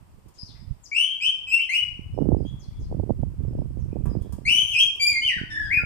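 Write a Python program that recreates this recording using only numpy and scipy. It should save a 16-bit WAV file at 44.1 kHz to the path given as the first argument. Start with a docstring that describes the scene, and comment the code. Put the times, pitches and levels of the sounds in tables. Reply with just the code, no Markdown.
"""Cockatiels in a draughty room

Two cockatiels whistle in a wire cage in a bare, ringing room, each syrinx a gliding, nearly pure tone.
Claws now and then excite the modes of perch and wire; other small birds chirp further off.
Eddies in a draught buffet the two microphone ports, the right one hardest.
Under it all lies a soft hiss, and a faint hum swells near the end."""
import sys
import numpy as np
from scipy import signal
from scipy.fft import rfft, irfft, next_fast_len
from scipy.io import wavfile

SR = 44100
rng = np.random.default_rng(int(sys.argv[2]) if len(sys.argv) > 2 else 0)


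def log_audio(samples):
    """Write samples as a 16-bit WAV file to the path given in sys.argv[1]."""
    # one column per channel
    frames = np.atleast_2d(samples).T
    # limit to full scale, then quantise
    limited = np.clip(frames, -1, 1)
    pcm = np.round(limited * 32767).astype(np.int16)
    wavfile.write(sys.argv[1], SR, pcm)


N = 257984
CUTOFF_HZ = 15900


def syrinx(at, hz, level_db, over_db, third_db, fourth_db, higher_db, breath_db, hoarse, pan_db):
    """Self-sustained oscillation with harmonics and breath; uneven cycles add bands halfway between."""
    # harmonic number, level/dB relative to over_db
    partials = [(2, -5.5), (3, -9), (4, -16.5), (5, -17), (6, -29)]
    size = len(at)
    phase = 2 * np.pi * np.cumsum(hz * (1 + hoarse * flutter(size, 140))) / SR
    overtones = 0
    for k, db in partials:
        trim_db = (k == 3) * third_db + (k == 4) * fourth_db + (k > 4) * higher_db
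        overtones += amp(db + trim_db) * np.sin(k * phase) * (k * hz < CUTOFF_HZ)
    half_orders = sum(gain * np.sin(k * phase / 2) for k, gain in [(1, 1), (3, .24), (5, .3), (7, .082)])
    rasp_db = np.minimum(-56.5 - 1.9 * (level_db + 24), -20)   # a weaker voice is rougher
    rasp = amp(rasp_db) * flutter(size, 110) * half_orders
    breath = amp(breath_db) * butter(rng.standard_normal(size), [6500, 11500], "band")
    onset = amp(-30) * np.exp(-(at - at[0]) / SR / .01)   # a short scratch of air
    scratch = onset * butter(rng.standard_normal(size), [1300, 2200], "band")
    tone = np.sin(phase) + amp(over_db) * overtones + rasp + breath + scratch
    stutter = amp(54 * hoarse * flutter(size, 53))
    pan = amp([[pan_db / 2], [-pan_db / 2]])
    return pan * amp(level_db) * fade(at / SR, edge_s=.0058) * stutter * tone


def cockatiels():
    """Frequency and amplitude modulation: each whistle glides, then decays on its last pitch."""
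    # per whistle, a voice: third, fourth, higher partials/dB, breath/dB, pitch jitter/1, left-right/dB
    # and a course: t/s, f/Hz, level/dB, overtones/dB as the beak opens
    whistles = [ ((3, -12.5, -0.5, -43, -0.0167, 7.5), [(.915, 2207, -22.5, -39.5), (.938, 2340, -33, -16),
                (.96, 2695, -20, -22), (.99, 2907, -21, -19.5), (1.03, 3045, -22.5, -19.5),
                (1.06, 3135, -31.5, -25.5), (1.14, 3116, -29, -40.5)]), ((0, -13.5, -5, -45, 0.0158, 5.5),
                [(1.205, 2290, -29, -18), (1.23, 2590, -25, -9.5), (1.25, 2994, -21.5, -20),
                (1.275, 3112, -16, -29), (1.3, 3160, -30, -29)]), ((4.5, -15.5, 1.5, -46, 0.0177, 6),
                [(1.468, 2630, -31.5, -23), (1.49, 2478, -34.5, -12), (1.515, 2582, -25.5, -19),
                (1.522, 2640, -19.5, -22.5), (1.55, 2744, -18.5, -22.5), (1.585, 2750, -27, -24.5)]),
                ((-1.5, -8, 1, -43.5, -0.0163, 6), [(1.588, 2156, -25, -20), (1.61, 3000, -28, -29),
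                (1.64, 3104, -36, -27.5)]), ((2.5, 3.5, 4, -50.5, 0.0137, 6.5), [(1.69, 2024, -23.5, -17),
                (1.72, 2270, -26, -20), (1.74, 2530, -22.5, -20), (1.75, 2857, -22, -18),
                (1.775, 2925, -21, -32.5), (1.82, 2915, -31, -30)]),
                ((-3.5, 1.5, -16.5, -30.5, 0.0216, 6.5), [(4.45, 2058, -31.5, -6),
                (4.48, 2404, -18.5, -19.5), (4.505, 2882, -19, -15), (4.55, 3000, -20, -14),
                (4.61, 3100, -21, -18), (4.64, 3100, -35.5, -9), (4.72, 3082, -30, -14),
                (4.74, 2596, -25.5, -17)]), ((-3, 1, -22, -42, 0.0117, 2), [(4.745, 2454, -19, -24.5),
                (4.785, 2693, -22, -5.5), (4.805, 3225, -13.5, -21), (4.84, 3205, -27.5, -13.5),
                (4.87, 3204, -24, -27)]), ((-6.5, -5, -6.5, -57.5, -0.0005, 3), [(4.995, 2338, -26.5, -8),
                (5.03, 2339, -20.5, 3.5), (5.09, 2413, -20, -2.5), (5.13, 2228, -29, -11),
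                (5.16, 2111, -23, -16), (5.21, 2175, -25.5, -20.5)]), ((-1, -14.5, -3.5, -40, 0.0093, 3.5),
                [(5.216, 2947, -29.5, -20), (5.25, 3125, -22.5, -25), (5.285, 2862, -21, -18.5),
                (5.3, 2070, -25, -26), (5.335, 1800, -28.5, -24), (5.365, 1951, -32, -23.5),
                (5.385, 1500, -34.5, -13)]), ((2.5, -4.5, -5.5, -51, 0.021, 6.5), [(5.5, 1807, -35, -8),
                (5.54, 1762, -32.5, -13), (5.58, 1754, -25, -28), (5.62, 1685, -32.5, -20.5),
                (5.66, 1665, -32, -16.5), (5.69, 1609, -37.5, -25)]), ((-8.5, -7, 9.5, -43, 0.0109, 8),
                [(5.695, 1610, -34, -36), (5.715, 2122, -20, -39.5), (5.74, 2454, -19, -26.5),
                (5.76, 2477, -30.5, -23), (5.775, 2465, -17, -26.5), (5.8, 2450, -33, -40)]),
                ((1, 8, 0, -45.5, 0.01, -2), [(5.77, 1890, -26.5, -43), (5.795, 1400, -35.5, -35),
                (5.81, 1404, -39, -31)])]
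    release_s, release_db_per_s = .031, 400.5
    out = np.zeros((2, N))
    for voice, course in whistles:
        times, *columns = np.transpose(course)
        at = np.arange(int(times[0] * SR), min(N, int((times[-1] + release_s) * SR)))
        hz, level_db, over_db = [np.interp(at / SR, times, c) for c in columns]
        level_db -= release_db_per_s * np.maximum(at / SR - times[-1], 0)
        out[:, at] += syrinx(at, hz, level_db, over_db, *voice)
    return out


def eddies(per_s, spread_db, low_hz, high_hz):
    """Turbulence as shot noise: uneven pressure pulses come in clumps; steady pressure leaks away."""
    born = rng.random(N) < per_s * amp(3 * flutter(N, 12)) / SR
    sizes = amp(spread_db * np.minimum(rng.exponential(1, N), 4))
    pulses = born * sizes * np.where(rng.random(N) < .7, 1, -1)
    narrow = rng.random(N) < .4
    pressure = butter(pulses * ~narrow + 1e-18, high_hz, "low", order=4)
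    pressure += .34 * butter(pulses * narrow + 1e-18, 1.51 * high_hz, "low", order=4)
    return rms_one(butter(pressure, low_hz, "high"))


def draught():
    """Turbulent pressure: broad eddies rumble on both ports, small ones patter on the right."""
    # t/s, right rumble/dB, right patter/dB, left rumble/dB
    wind = [(0.0, -45, -60.5, -52), (.35, -53, -62, -55), (.5, -44.5, -62, -55), (.7, -36.5, -65, -53),
            (.9, -58.5, -62, -56.5), (1.2, -55, -70.5, -61.5), (1.7, -58, -67.5, -59),
            (1.92, -34, -63, -66), (2.099, -41, -56, -30), (2.16, -31, -52, -42), (2.19, -23.5, -21, -57),
            (2.35, -21, -25, -37), (2.5, -30, -46.5, -46), (2.7, -42, -61, -40), (2.84, -36, -52, -32),
            (2.95, -24, -32.5, -32), (3.1, -27.5, -30.5, -45), (3.2, -25, -47, -37),
            (3.4, -28.5, -43.5, -36.5), (3.6, -30.5, -36, -33), (3.75, -29.5, -45.5, -40),
            (3.95, -26, -40, -43.5), (4.199, -28.5, -34.5, -38.5), (4.38, -31, -46, -51),
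            (4.65, -39, -61.5, -60), (4.95, -50, -76, -58.5), (5.15, -44, -53.5, -45.5),
            (5.32, -47, -61.5, -48), (5.41, -37.5, -53.5, -54), (5.55, -45, -59, -41.5),
            (5.719, -44.5, -53, -35.5), (5.85, -37, -39.5, -45)]
    times, *columns = np.transpose(wind)
    right_db, patter_db, left_db = [np.interp(np.arange(N) / SR, times, c) for c in columns]
    left = amp(left_db + flutter(N, 3.3)) * eddies(300, 2.5, low_hz=28.4, high_hz=110)
    gust_db = 3 * flutter(N, 9)
    right = amp(right_db + gust_db) * eddies(300, 3.5, low_hz=31, high_hz=126.3)
    patter = amp(patter_db + gust_db) * eddies(200, 4.8, low_hz=200, high_hz=292)
    return np.array([left, right + patter])


def buffets():
    """Pressure transients: single large eddies hit the right port, each a sharp pop and then a thump."""
    # t/s, thump level/dB, thump width/ms, pop level/dB
    hits = [(.434, -23.5, 2.9, -55), (0.711, -12, 3.9, -49), (1.994, -20, 1.82, -49.5),
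            (2.181, -22, 1.7, -14), (2.191, -18.5, 1.35, -9.5), (2.217, -8.5, 1.9, -24.5),
            (2.233, -22, 1.3, -21), (2.258, -9, 1.4, -22), (2.322, -15.5, 1.4, -10.5),
            (2.35, -17.5, 3, -11.5), (2.369, -9.5, 1.5, -25), (2.407, -12, 1.06, -38.5),
            (2.453, -16.5, 1.6, -26.5), (2.543, -15, 2.97, -48), (2.687, -18.5, 3.8, -49),
            (2.917, -18, 1.9, -25), (2.929, -24, 1.23, -17.5), (2.951, -16, 2.9, -43),
            (3.001, -11, 3.6, -18), (3.037, -13, 1.17, -26), (3.099, -25, 1.3, -12),
            (3.109, -7.5, 1.8, -8.5), (3.236, -12, 1.67, -16.5), (3.397, -13.5, 3.4, -53),
            (3.483, -18.5, 1.87, -32), (3.536, -27, 1.6, -32), (3.553, -14.5, 1.2, -33.5),
            (3.591, -17, 1.4, -23.5), (3.622, -15, 1.47, -24), (3.931, -13.5, 1.3, -33),
            (3.959, -12.5, 1.12, -39), (3.969, -17, 1.5, -21), (4.04, -8, 3.9, -48.5),
            (4.155, -13.5, 1.5, -20), (4.172, -7.5, 2.1, -40), (4.336, -14, 2.8, -50),
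            (4.388, -19.5, 1.27, -31), (4.513, -21.5, 1.6, -48), (4.555, -24, 1.53, -52),
            (4.633, -25, 2.6, -57), (5.367, -22, 1.9, -54.5), (5.415, -14, 1.87, -43),
            (5.437, -17.5, 1.8, -50), (5.775, -15.5, 3.2, -46), (5.838, -14.5, 2.9, -25.5)]
    pop_lead_ms, pop_width_ms = 2.45, .5
    ms = (np.arange(2200) - 1000) * 1000 / SR
    out = np.zeros((2, N))
    for (at_s, thump_db, width_ms, pop_db), sign in zip(hits, rng.choice([-1, 1], len(hits))):
        u, v = ms / width_ms, (ms + pop_lead_ms) / pop_width_ms
        thump = 1.15 * np.exp(-2.5 * u * u) - .5 * np.exp(-.3 * (u - .6) ** 2)   # push, then slower pull
        pop = sign * (1 - v * v) * np.exp(-v * v / 2)
        start = int(at_s * SR) - 1000
        out[1, start:start + len(ms)] += (amp(thump_db) * thump + amp(pop_db) * pop)[:N - start]
    return out


def strike(times, levels_db, modes):
    """Impulse response of damped modes; each blow excites each mode with its own strength."""
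    out = 0
    for hz, mode_db, t60 in modes:
        blows = np.full(N, 1e-18)
        blows[(times * SR).astype(int)] = amp(levels_db + mode_db + rng.normal(0, .67, len(times)))
        radius, angle = amp(-60 / (t60 * SR)), 2 * np.pi * hz / SR
        out += signal.lfilter([0, np.sin(angle)], [1, -2 * radius * np.cos(angle), radius ** 2], blows)
    return out


def claws():
    """Impact excitation: claws set the wooden perch and the cage wire ringing."""
    # taps: t/s, wood level/dB, wire level/dB
    taps = [(.285, -56, -50), (4.057, -33.5, -43), (4.221, -50.5, -46.5), (4.325, -41, -38.5),
            (4.491, -50, -56), (4.618, -41.5, -72), (4.96, -48, -43.5)]
    # modes of perch and wire: f/Hz, level/dB, T60/s
    perch = [(380, -4, .05), (520, -1, .05), (650, -2, .04), (800, -4, .04), (960, -1, .04),
             (1150, -6, .03), (1600, -12, .02), (2350, -20, .015)]
    wire = [(3300, -8, .004), (5500, -4, .003), (7000, -4, .003), (8500, -1, .003), (9800, 1, .003),
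            (11500, -2, .003), (13500, -3, .002)]
    times, wood_db, wire_db = np.transpose(taps)
    return strike(times, wood_db, perch) + strike(times, wire_db, wire)


def far_birds():
    """Exponential frequency sweeps, roughened by random frequency modulation."""
    # t/s, duration/s, first f/Hz, last f/Hz, level/dB, pitch jitter/1
    chirps = [(0.332, 0.06, 5820, 5070, -61, 0.25), (0.374, 0.061, 4970, 5080, -44, 0.042),
              (0.444, 0.067, 6270, 3310, -51, 0.078), (0.539, 0.035, 1964, 2200, -57, 0.12),
              (0.586, 0.049, 5070, 4976, -64.5, 0.025), (0.81, 0.055, 7600, 7650, -61.5, 0.0076),
              (0.831, 0.035, 7350, 4380, -46, 0.024), (2.13, 0.066, 5330, 5210, -71.5, 0.014),
              (2.364, 0.09, 5130, 4830, -70, 0.04), (2.444, 0.054, 3184, 3400, -50, 0.026),
              (2.52, 0.27, 3350, 3383, -65.5, 0.036), (2.587, 0.062, 7000, 3965, -57, 0.044),
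              (2.7, 0.041, 1955, 2450, -65.5, .02), (2.787, 0.076, 6870, 4240, -63.5, 0.1),
              (3.459, 0.051, 5100, 5120, -73.5, 0.006), (3.556, 0.055, 5200, 5170, -72, 0.005),
              (3.791, 0.035, 7000, 4840, -66.5, 0.037), (3.9, 0.037, 2300, 2630, -64, 0.025),
              (4.079, 0.066, 5100, 4990, -65, 0.031), (4.196, 0.074, 3360, 3350, -67.5, 0.052)]
    out = np.zeros(N)
    for start_s, length_s, first_hz, last_hz, level_db, jitter in chirps:
        at = np.arange(int(start_s * SR), int((start_s + length_s) * SR))
        hz = np.geomspace(first_hz, last_hz, len(at)) * (1 + jitter * flutter(len(at), 600))
        phase = 2 * np.pi * np.cumsum(hz) / SR
        tone = np.sin(phase) + .091 * np.sin(2 * phase)
        out[at] += amp(level_db) * fade(at / SR, edge_s=.008) * tone
    return out


def walls(x):
    """Early reflections, slightly scattered, interfere with a gliding whistle and beat against it."""
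    # delay/s, left level/dB, right level/dB
    echoes = [(.011, -15.5, -1.5), (.024, -7, -5), (.041, -8.5, -7)]
    t, response = np.arange(int(.06 * SR)) / SR, 0
    for delay_s, left_db, right_db in echoes:
        scatter = rng.standard_normal((2, len(t))) * np.exp(-((t - delay_s) / .00031) ** 2)
        scatter /= np.linalg.norm(scatter, axis=1, keepdims=True)
        response += amp([[left_db], [right_db]]) * scatter
    return signal.fftconvolve(x, response, axes=1)[:, :N]


def room(x):
    """Diffuse reverberation: each half-octave band decays at its own rate, uncorrelated at the ports."""
    # reverberation time: f/Hz, T60/s
    decay_times = [(300, 0.1), (2000, 0.57), (5000, 0.57), (10000, 0.27), (16000, 0.22)]
    early_t60_s, first_echo_s = .05, .0017
    t, tail = np.arange(int(1.2 * SR)) / SR, 0
    edges = 180 * 2. ** np.arange(0, 6.6, .5)
    early = amp(4.5 - 60 * t / early_t60_s)   # the near walls answer first and fade fast
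    for low, high in zip(edges, edges[1:]):
        band = butter(rng.standard_normal((2, len(t))), [low, high], "band")
        late = amp(-60 * t / at_hz(decay_times, np.sqrt(low * high)))
        tail += band * (early + late)
    tail *= np.clip(t / first_echo_s - 1, 0, 1)
    return signal.fftconvolve(x, tail * np.sqrt(30 / SR), axes=1)[:, :N]


def ports(x):
    """Each port has its own frequency response; sound reaches the right one later."""
    # f/Hz, left gain/dB, right gain/dB
    response = [(1500, -5, -3), (3000, -2, -1.14), (4586, 1, -2), (5947, 0.55, -6.5), (8800, 5.5, -15),
                (10900, -2.5, -10), (11900, -1, -10.5), (15000, -1.5, 7.5)]
    lag_s, size = 88e-6, next_fast_len(N + 4096)
    hz, rows = np.fft.rfftfreq(size, 1 / SR), np.array(response)
    left = amp(at_hz(rows[:, [0, 1]], hz))
    right = amp(at_hz(rows[:, [0, 2]], hz)) * np.exp(-2j * np.pi * hz * lag_s)
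    return irfft(rfft(x, size) * [left, right], size)[:, :N]


def air():
    """Broadband room and microphone noise, partly coherent between the ports in the bass."""
    # f/Hz, relative spectral density/dB
    spectrum = [(88, -23.5), (150, -11.5), (484, -11.5), (998, -10), (1560, -19.5), (3040, -22),
                (3770, -28.5), (5150, -25), (6140, -30), (8730, -23.5), (10800, -32.5), (14800, -28.5),
                (16000, -50.5)]
    shared, *own = rng.standard_normal((3, N))
    hz = np.fft.rfftfreq(N, 1 / SR)
    coherence = .16 / (1 + (hz / 600) ** 2)
    mix = np.sqrt(coherence) * rfft(shared) + np.sqrt(1 - coherence) * rfft(own)
    hiss = rms_one(irfft(mix * amp(at_hz(spectrum, hz)), N))
    swell = (amp(.82 * flutter(N, 3.3)) - 1) * butter(hiss, 4300, "low")
    return amp(-63.5) * (hiss + swell)


def hum():
    """A faint pure tone under a slow amplitude envelope."""
    # t/s, level/dB
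    swell = [(5.26, -65), (5.36, -63.5), (5.6, -53), (5.85, -67.5)]
    t, hz = np.arange(N) / SR, 311.5
    return amp(np.interp(t, *np.transpose(swell), left=-120)) * np.sin(2 * np.pi * hz * t)


def amp(db):
    return 10 ** (np.asarray(db) / 20)


def rms_one(x):
    return x / np.sqrt(np.mean(x ** 2) + 1e-20)


def at_hz(points, hz):
    """Interpolation on a logarithmic frequency axis."""
    knots_hz, values = np.transpose(points)
    return np.interp(np.log(hz + 1), np.log(knots_hz), values)


def butter(x, hz, kind, order=2):
    return signal.sosfilt(signal.butter(order, hz, kind, fs=SR, output="sos"), x)


def flutter(size, hz):
    """Low-pass noise of unit RMS."""
    return rms_one(butter(rng.standard_normal(size + 2000), hz, "low")[2000:])


def fade(t, edge_s):
    """Linear ramps at both ends of a note."""
    return np.clip(np.minimum(t - t[0], t[-1] - t) / edge_s, 0, 1)


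def scene():
    """Superposition of direct, reflected and diffuse sound with wind and noise at the ports."""
    calls, taps = cockatiels(), claws()
    far = far_birds() * amp([[1.5], [-1.5]])
    shaded = butter(calls, 7000, "low", order=1)   # the birds' heads shade the treble
    direct = shaded + .48 * taps + .1 * far
    reflected = walls(calls + .2 * taps + .3 * far)
    airborne = amp(2.5) * (direct + reflected) + amp(.5) * room(calls + taps + far)
    return ports(airborne) + draught() + buffets() + air() + hum()


def record(dry):
    """Band limiting: a steep low-pass filter removes the top of the treble."""
    return signal.sosfilt(signal.cheby2(14, 70, CUTOFF_HZ, fs=SR, output="sos"), dry)


dry = scene()
out = record(dry)
log_audio(out)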